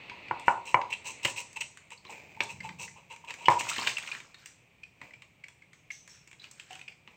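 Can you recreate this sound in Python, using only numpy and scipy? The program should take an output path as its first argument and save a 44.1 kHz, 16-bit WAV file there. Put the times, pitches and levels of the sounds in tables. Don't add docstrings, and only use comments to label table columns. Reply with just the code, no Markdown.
import sys
import numpy as np
from scipy import signal
from scipy.fft import rfft, irfft, next_fast_len
from scipy.io import wavfile

SR = 44100
rng = np.random.default_rng(int(sys.argv[2]) if len(sys.argv) > 2 else 0)


def waveform_to_disk(signal):
    frames = np.transpose(np.atleast_2d(signal))
    scaled = np.clip(frames, -1, 1) * 32767
    samples = np.round(scaled).astype(np.int16)
    wavfile.write(sys.argv[1], SR, samples)


N = 315781
TIME_S = np.arange(N) / SR
EVENT_S = np.arange(int(SR * 0.4)) / SR


def knocks(hoot_t60_s=0.021, linger_t60_s=0.34, beat_hz=32, echo_s=0.029, echo_db=-13.5):
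    # start in s, level in dB, hoot in Hz, then hoot, rim, thud and crack in relative dB.
    blows = [(0.3107, -15.5, 953, 4, -6, 8, -43), (0.4811, -5, 951, 3, -1.5, -3, -38.5),
             (0.7434, -2.5, 979, 1.5, -11.5, 0, -31), (1.2519, -6.5, 997, -16, -18, 3, -11.5),
             (2.4043, -14, 917, -6, -37, -3, -26.5), (3.4836, -0.5, 956, 2.5, -13.5, 4, -24.5)]
    # frequency in Hz, level in dB, t60 in s.
    cup_modes = [(570, -21, 0.063), (785, -28, .09), (1010, -27.5, 0.017), (1280, -13, 0.008),
                 (1720, -10, 0.013), (2055, -6, 0.013), (2307, -9.5, 0.024), (2883, -14.5, .02)]
    counter_modes = [(112, -31.5, 0.11), (148.8, -35, .1), (198, -39, 0.049), (340, -30.5, 0.084),
                     (539, -35, 0.15)]
    out = np.zeros(N)
    soft = signal.butter(4, 3400, fs=SR, output="sos")
    for s, db, hz, hoot_db, rim_db, thud_db, crack_db in blows:
        tone = sine(hz)
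        hoot = signal.sosfilt(soft, 1.22 * tone * decay(hoot_t60_s) * attack(0.0006))
        beating = tone + 0.51 * sine(hz - beat_hz)
        linger = amp(-18) * beating * decay(linger_t60_s) * attack(0.013)
        wall = ringing(cup_modes)
        rim = ringing([(1450, rim_db, 0.024)])
        thud = amp(thud_db) * ringing(counter_modes)
        crack = amp(crack_db) * noise(len(EVENT_S)) * decay(0.033)
        blow = signal.sosfilt(soft, wall + rim + thud) + crack
        add(out, s, amp(db) * kitchen(blow, wet_db=-9.5, gap_s=0.0016))
        add(out, s, amp(db + hoot_db) * kitchen(hoot, wet_db=-4))
        add(out, s + echo_s, amp(db + hoot_db + echo_db) * hoot)
        add(out, s, amp(db + hoot_db) * linger)
    return out


def clicks(ring_width_hz=700, gain_db=-15):
    # start in s, ring in Hz, level in dB before gain_db, then knock and tick in relative dB.
    contacts = [(.097, 2300, -37, -13, -30.5), (.397, 2530, -45.5, -6, -2), (.815, 2200, -35.5, -14, -34.5),
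                (1.2494, 2700, -21.5, -15, -7), (1.53, 2230, -56, -20, 9), (1.773, 2080, -46.5, -22.5, -2),
                (1.905, 2270, -49.5, -10, -0.5), (2.051, 2630, -47, -1, -22),
                (2.4053, 2540, -21.5, -12, -26.5), (2.691, 2370, -41, -3, -14),
                (3.307, 2600, -36.5, -11, -6.5), (3.34, 2160, -40, -17, -4.5),
                (3.608, 2370, -29, -6.5, -15), (3.782, 2900, -30, -5.5, -19),
                (3.872, 2520, -22, -21.5, -15), (3.983, 2410, -32, -22, -5), (4.075, 2480, -36, -15.5, -8),
                (4.15, 1820, -38, -12, -13), (4.202, 2280, -42.5, -10.5, -10),
                (4.344, 3650, -46, -19.5, -11.5), (4.459, 2400, -45, -20, 4.5), (5.015, 2080, -41, -6, -16),
                (5.221, 2400, -46.5, -16, -11.5), (5.484, 2190, -49, -12, -3.5),
                (5.732, 2220, -51.5, -19, -6.5), (6.077, 2130, -50.5, -10, 2), (6.275, 2205, -54, -9, 1.5),
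                (6.442, 2620, -42, -22, -13.5), (6.513, 4420, -57, -7, 13.5),
                (6.598, 2700, -40.5, -22, -6.5), (6.708, 2560, -45.5, -11, -5),
                (6.814, 2400, -41.5, -20.5, -14.5), (7.076, 2610, -47, -6, -22)]
    out = np.zeros(N)
    for s, hz, db, knock_db, tick_db in contacts + fidgets():
        ring = resonate(chatter(0.027), [(hz, ring_width_hz, 0), (2300, 1800, -7)])
        knock = resonate(chatter(0.06), [(130, 37, -9), (383, 1200, -4), (983, 330, 4), (1854, 1500, -4)])
        tick = resonate(chatter(0.02), [(6000, 1100, -29.5), (7860, 5400, 18), (14470, 5000, -16)])
        click = ring + amp(knock_db) * knock + amp(tick_db) * tick
        add(out, s, amp(db + gain_db) * kitchen(click, wet_db=-5, gap_s=0.0021, build_s=0.0029))
    return out


def fidgets(ring_hz=2400, knock_db=-14, tick_db=-5):
    # start in s, end in s, click count, level in dB before the clicks' gain.
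    spells = [(3.1, 3.301, 4, -48.5), (6.28, 6.349, 2, -51.5), (6.7, 6.801, 3, -46.5)]
    rows = []
    for start_s, end_s, count, db in spells:
        for k in range(count):
            s = start_s + (end_s - start_s) * (k + rng.random()) / count
            hz = ring_hz * np.exp(0.067 * rng.normal())
            rows.append((s, hz, db + 2 * rng.normal(), knock_db, tick_db))
    return rows


def pops(rise_s=0.0043, roughness=0.57, gain_db=-3):
    # start in s, level in dB before gain_db, pitch in Hz.
    releases = [(0.281, -34, 2345), (1.974, -44, 4370), (2.065, -42.5, 4030), (2.603, -27.5, 2116),
                (2.877, -32.5, 2016), (3.455, -18, 2900), (3.967, -20.5, 2705), (4.114, -21, 2442),
                (4.832, -32.5, 2477), (5.105, -43, 2045), (5.134, -36.5, 2350), (5.437, -31.5, 2257),
                (5.619, -42, 2214), (5.903, -27, 2180), (6.395, -38.5, 3950), (6.416, -41, 4040),
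                (6.878, -28.5, 2496), (6.919, -38.5, 2395)]
    out = np.zeros(N)
    age = EVENT_S / rise_s
    envelope = age ** 2 * np.exp(2 - 2 * age)
    for s, db, hz in releases:
        rough = resonate(noise(len(EVENT_S)), [(hz, 850, 0), (4200, 1500, -14), (7500, 2500, -20)])
        pop = envelope * (sine(hz) + roughness * rough)
        add(out, s, amp(db + gain_db) * kitchen(pop, wet_db=-6.5, gap_s=0.0041, build_s=0.0081))
    return out


def taps(t60_s=0.043):
    # start in s, level in dB, pitch in Hz.
    touches = [(.117, -30, 962), (2.094, -31, 858), (2.372, -34, 892), (2.648, -23.5, 887),
               (3.24, -33.5, 956), (6.706, -33, 761)]
    out = np.zeros(N)
    for s, db, hz in touches:
        hoot = sine(hz) * decay(t60_s) * attack(0.0016)
        add(out, s, amp(db) * kitchen(hoot, wet_db=-5))
    return out


def sprays(impulses_per_s=700, grain_db=3, air_db=-39, air_db_per_db=0.27):
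    # start in s, length in s, rasp level in dB, hiss in relative dB.
    bursts = [(0.458, 0.081, -48, -0.5), (0.651, .081, -42, -4.5), (0.9, 0.021, -40, -6.5),
              (.92, 0.025, -27.5, -15.5), (1.043, .085, -39.5, -0.5), (1.228, 0.035, -38.5, -4),
              (1.255, 0.07, -39.5, 0.5), (1.359, 0.065, -35.5, -2.5), (1.559, 0.028, -34, -9),
              (1.605, 0.022, -31.5, -4), (1.913, 0.031, -44.5, -8), (2.094, 0.037, -47, -1.5),
              (2.417, 0.036, -47, 1), (2.484, 0.052, -43, -4), (2.629, 0.056, -45, -6),
              (2.786, 0.085, -41.5, 0), (2.956, .057, -57.5, -9.5), (3.098, 0.056, -46, -7.5),
              (3.274, 0.053, -39.5, -12.5), (3.383, 0.12, -47, -10), (3.586, 0.035, -35.5, 2.5),
              (3.686, 0.029, -31, 0.5)]
    # centre in Hz, width in Hz, level in dB.
    rasp_modes = [(2360, 600, -11.5), (2621, 400, -1.5), (3950, 140, -13), (7600, 340, -17.5)]
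    air_modes = [(516.5, 300, -10), (930, 194, 1.5)]
    # frequency in Hz, level in dB.
    hiss_spectrum = [(1500, -21), (3000, -17.5), (4000, -3), (4800, -6), (6000, 2.5), (7000, 0.5),
                     (8000, 5), (10000, -2.5), (16000, -10.5)]
    out, size = np.zeros(N), len(EVENT_S)
    for s, length_s, db, hiss_db in bursts:
        progress = np.minimum(EVENT_S / length_s, 1)
        envelope = np.sqrt(2) * np.abs(np.sin(np.pi * progress ** 0.77)) ** 0.84
        grain = unit(amp(grain_db * coloured(noise(size), [(120, 0), (300, -30), (800, -90)])))
        rasp = amp(db) * resonate(slips(size, impulses_per_s, spread_db=1.5), rasp_modes)
        hiss = amp(db + hiss_db) * coloured(grain * noise(size), hiss_spectrum)
        air = amp(air_db + air_db_per_db * db) * resonate(noise(size), air_modes)
        burst = envelope * (rasp + hiss + air)
        add(out, s, kitchen(burst, wet_db=-6.5, gap_s=0.003, build_s=0.0015))
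    return out


def drag(grit_db=-3, catch_db=-4, judder_db=3):
    # time in s, level in dB.
    slide = [(3.5, -27.5), (3.58, -48.5), (3.69, -34), (3.79, -29), (3.841, -34), (3.88, -27),
             (3.95, -43.5), (4.12, -41), (4.32, -63)]
    # frequency in Hz, level in dB.
    grit_spectrum = [(60, -26.5), (110, -2.5), (350, -9.5), (550, -2.5), (900, -1.5), (1500, -19),
                     (2100, 11.5), (2700, 11), (3400, 1), (5000, -3), (7800, 0.5), (10000, -3.5),
                     (16000, -8.5)]
    judder = amp(judder_db * coloured(noise(N), [(50, 0), (150, -30), (400, -90)]))
    grit = amp(grit_db) * coloured(slips(N, per_s=3500, spread_db=3) * judder, grit_spectrum)
    catches = crinkles(slide[0][0], slide[-1][0], per_s=700, centre_hz=2800, cycles=1.6, spread_db=19)
    return kitchen(level(slide) * (grit + amp(catch_db) * catches), wet_db=-5.5)[:N]


def squeezes(fizz_db=-2, spring_db=-5):
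    # peak time in s, level in dB, spring pitch in Hz.
    pulls = [(2.799, -46, 5900), (5.737, -62, 6500), (5.915, -43.5, 6170), (6.096, -48.5, 5480)]
    # centre in Hz, width in Hz, level in dB.
    fizz_bands = [(4280, 5100, -7.5), (5830, 1300, -7), (6000, 1100, -4), (7400, 5900, -10.5)]
    out = np.zeros(N)
    for s, db, hz in pulls:
        fizz = amp(fizz_db) * resonate(slips(N, per_s=8000, spread_db=6), fizz_bands)
        spring = amp(spring_db) * resonate(noise(N), [(hz, 260, 0), (7900, 200, -7)])
        out += swell(s, db, rise_s=0.0085, fall_s=0.14) * (fizz + spring)
    return kitchen(out, wet_db=-7)[:N]


def handling(rise_share=0.3):
    # peak time in s, level in dB, fall time in s.
    brushes = [(2.119, -44.5, 0.32), (2.4, -53.5, 1.2), (3.47, -47, 1), (5.04, -51, 0.2),
               (6.441, -58.5, .25), (6.72, -53, 0.12), (6.89, -55.5, 0.098), (7.121, -57.5, .4)]
    carry = (2.654, -49.5)
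    # frequency in Hz, level in dB.
    cloth_spectrum = [(60, -3), (130, -1.5), (450, 1.5), (850, 2.5), (1300, -9.5), (1900, -0.5), (2400, 14),
                      (3300, -7.5), (5000, -11.5), (7500, -10.5), (10000, -20), (16000, -10.5)]
    rumble_spectrum = [(50, -21.5), (90, -2.5), (140, -1.5), (185, -1.5), (240, -14), (400, -37.5)]
    moves = sum(swell(s, db, rise_share * fall_s, fall_s) for s, db, fall_s in brushes)
    brush = moves * coloured(slips(N, per_s=2700, spread_db=7.5), cloth_spectrum)
    rumble = swell(*carry, rise_s=0.46, fall_s=0.5) * coloured(noise(N), rumble_spectrum)
    return kitchen(brush + rumble, wet_db=-7.5)[:N]


def grip():
    # peak time in s, level in dB.
    shifts = [(4.4, -56), (4.47, -55), (6.149, -55), (6.439, -53), (6.6, -54), (6.725, -48.5)]
    envelope = sum(swell(s, db, rise_s=0.063, fall_s=0.12) for s, db in shifts)
    start_s, end_s = shifts[0][0] - 0.2, shifts[-1][0] + 0.26
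    crackle = crinkles(start_s, end_s, per_s=2500, centre_hz=4560, cycles=1.4, spread_db=2.5)
    return kitchen(envelope * crackle, wet_db=-9)[:N]


def background(room_db=-59.5):
    # time in s, level in dB.
    rush_levels = [(0, -45), (.4, -45), (.7, -52.5), (1.2, -48), (1.9, -61), (2.2, -97)]
    # frequency in Hz, level in dB.
    room_spectrum = [(25, -7.5), (45, -6.5), (100, -9), (150, -5), (220, -15.5), (400, -17.5),
                     (1000, -20.5), (1600, -26.5), (2400, -9.5), (3300, -23.5), (5000, -32.5),
                     (7500, -30.5), (10000, -23), (15800, -32)]
    rush_spectrum = [(60, -2), (120, -4.5), (300, -5.5), (1000, -5), (1600, -13), (2100, 2.5), (2600, 6),
                     (3200, -9.5), (4400, -10), (5000, -22.5), (8000, -28), (12000, -32.5)]
    room_tone = amp(room_db) * coloured(noise(N), room_spectrum)
    return room_tone + level(rush_levels) * coloured(noise(N), rush_spectrum)


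def kitchen(x, wet_db, gap_s=0.0052, build_s=0.0027):
    # frequency in Hz, t60 in s.
    reverb_times = [(120, .4), (500, 0.43), (1000, 0.31), (2500, 0.16), (7000, 0.47), (15000, 0.12)]
    hz, s, bands = signal.stft(noise(SR // 2), SR, nperseg=256)
    t60_s = along(reverb_times, hz)[:, None]
    response = signal.istft(bands * np.exp(-np.log(1000) * s / t60_s), SR, nperseg=256)[1]
    response *= np.clip((np.arange(len(response)) / SR - gap_s) / build_s, 0, 1)
    response *= amp(wet_db) / np.linalg.norm(response)
    response[0] = 1
    return signal.fftconvolve(x, response)


def ringing(modes):
    return sum((-1) ** k * amp(db + 1.7 * noise(1)) * sine(hz) * decay(t60_s)
               for k, (hz, db, t60_s) in enumerate(modes))


def chatter(t60_s):
    burst = noise(len(EVENT_S)) * decay(t60_s)
    burst[0] = 4
    return burst


def slips(size, per_s, spread_db):
    happens = rng.random(size) < per_s / SR
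    return unit(happens * np.sign(noise(size)) * amp(spread_db * np.clip(noise(size), -2, 2)))


def crinkles(start_s, end_s, per_s, centre_hz, cycles, spread_db):
    out, s = np.zeros(N), EVENT_S[:SR // 50]
    span_s = end_s - start_s
    for when, pitch, size in rng.random((int(per_s * span_s), 3)):
        hz = centre_hz * 2 ** (3.4 * (pitch - 0.5))
        age = s * np.sqrt(hz * centre_hz) / cycles
        ping = np.sin(2 * np.pi * hz * s) * age * np.exp(-age)
        add(out, start_s + when * span_s, amp(spread_db * size ** 3) * ping)
    return unit(out) * np.sqrt(span_s / (N / SR))


def resonate(x, modes):
    def response(hz):
        return sum(amp(db) * (1j * hz * width / (centre ** 2 - hz ** 2 + 1j * hz * width)) ** 2
                   for centre, width, db in modes)
    return unit(filtered(x, response))


def coloured(x, spectrum):
    return unit(filtered(x, lambda hz: amp(along(spectrum, hz))))


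def filtered(x, response):
    size = next_fast_len(len(x) + SR // 4)
    return irfft(rfft(x, size) * response(np.fft.rfftfreq(size, 1 / SR)), size)[:len(x)]


def along(points, hz):
    points_hz, values = np.transpose(points)
    return np.interp(np.log(hz + 1), np.log(points_hz + 1), values)


def level(rows):
    s, db = np.transpose(rows)
    return amp(np.interp(TIME_S, s, db, left=-140, right=-140))


def swell(s, db, rise_s, fall_s):
    return amp(db - 20 * np.maximum((s - TIME_S) / rise_s, (TIME_S - s) / fall_s))


def attack(tau_s):
    return 1 - np.exp(-EVENT_S / tau_s)


def decay(t60_s):
    return np.exp(-np.log(1000) * EVENT_S / t60_s)


def sine(hz):
    return np.sin(2 * np.pi * hz * EVENT_S)


def noise(size):
    return rng.standard_normal(size)


def amp(db):
    return 10 ** (np.asarray(db) / 20)


def unit(x):
    return x / np.sqrt(np.mean(x ** 2) + 1e-20)


def add(track, s, x):
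    part = track[max(round(s * SR), 0):][:len(x)]
    part += x[:len(part)]


def scene():
    mix = background() + knocks() + clicks() + pops() + taps() + sprays()
    return (mix + handling() + squeezes() + drag() + grip())[None]


def record(dry, top_hz=15900):
    # frequency in Hz, gain in dB.
    microphone = [(25, -17.5), (42, -18), (65, -6), (90, -0.5), (8200, -6), (9200, -22.5), (10500, -29),
                  (11500, -31), (12800, -22), (14200, -10.5), (15800, -13.5)]
    rounded = dry[0] / (1 + np.abs(dry[0]) ** 6) ** (1 / 6)
    return filtered(rounded, lambda hz: amp(along(microphone, hz)) * (hz < top_hz))[None]


dry = scene()
out = record(dry)
waveform_to_disk(out)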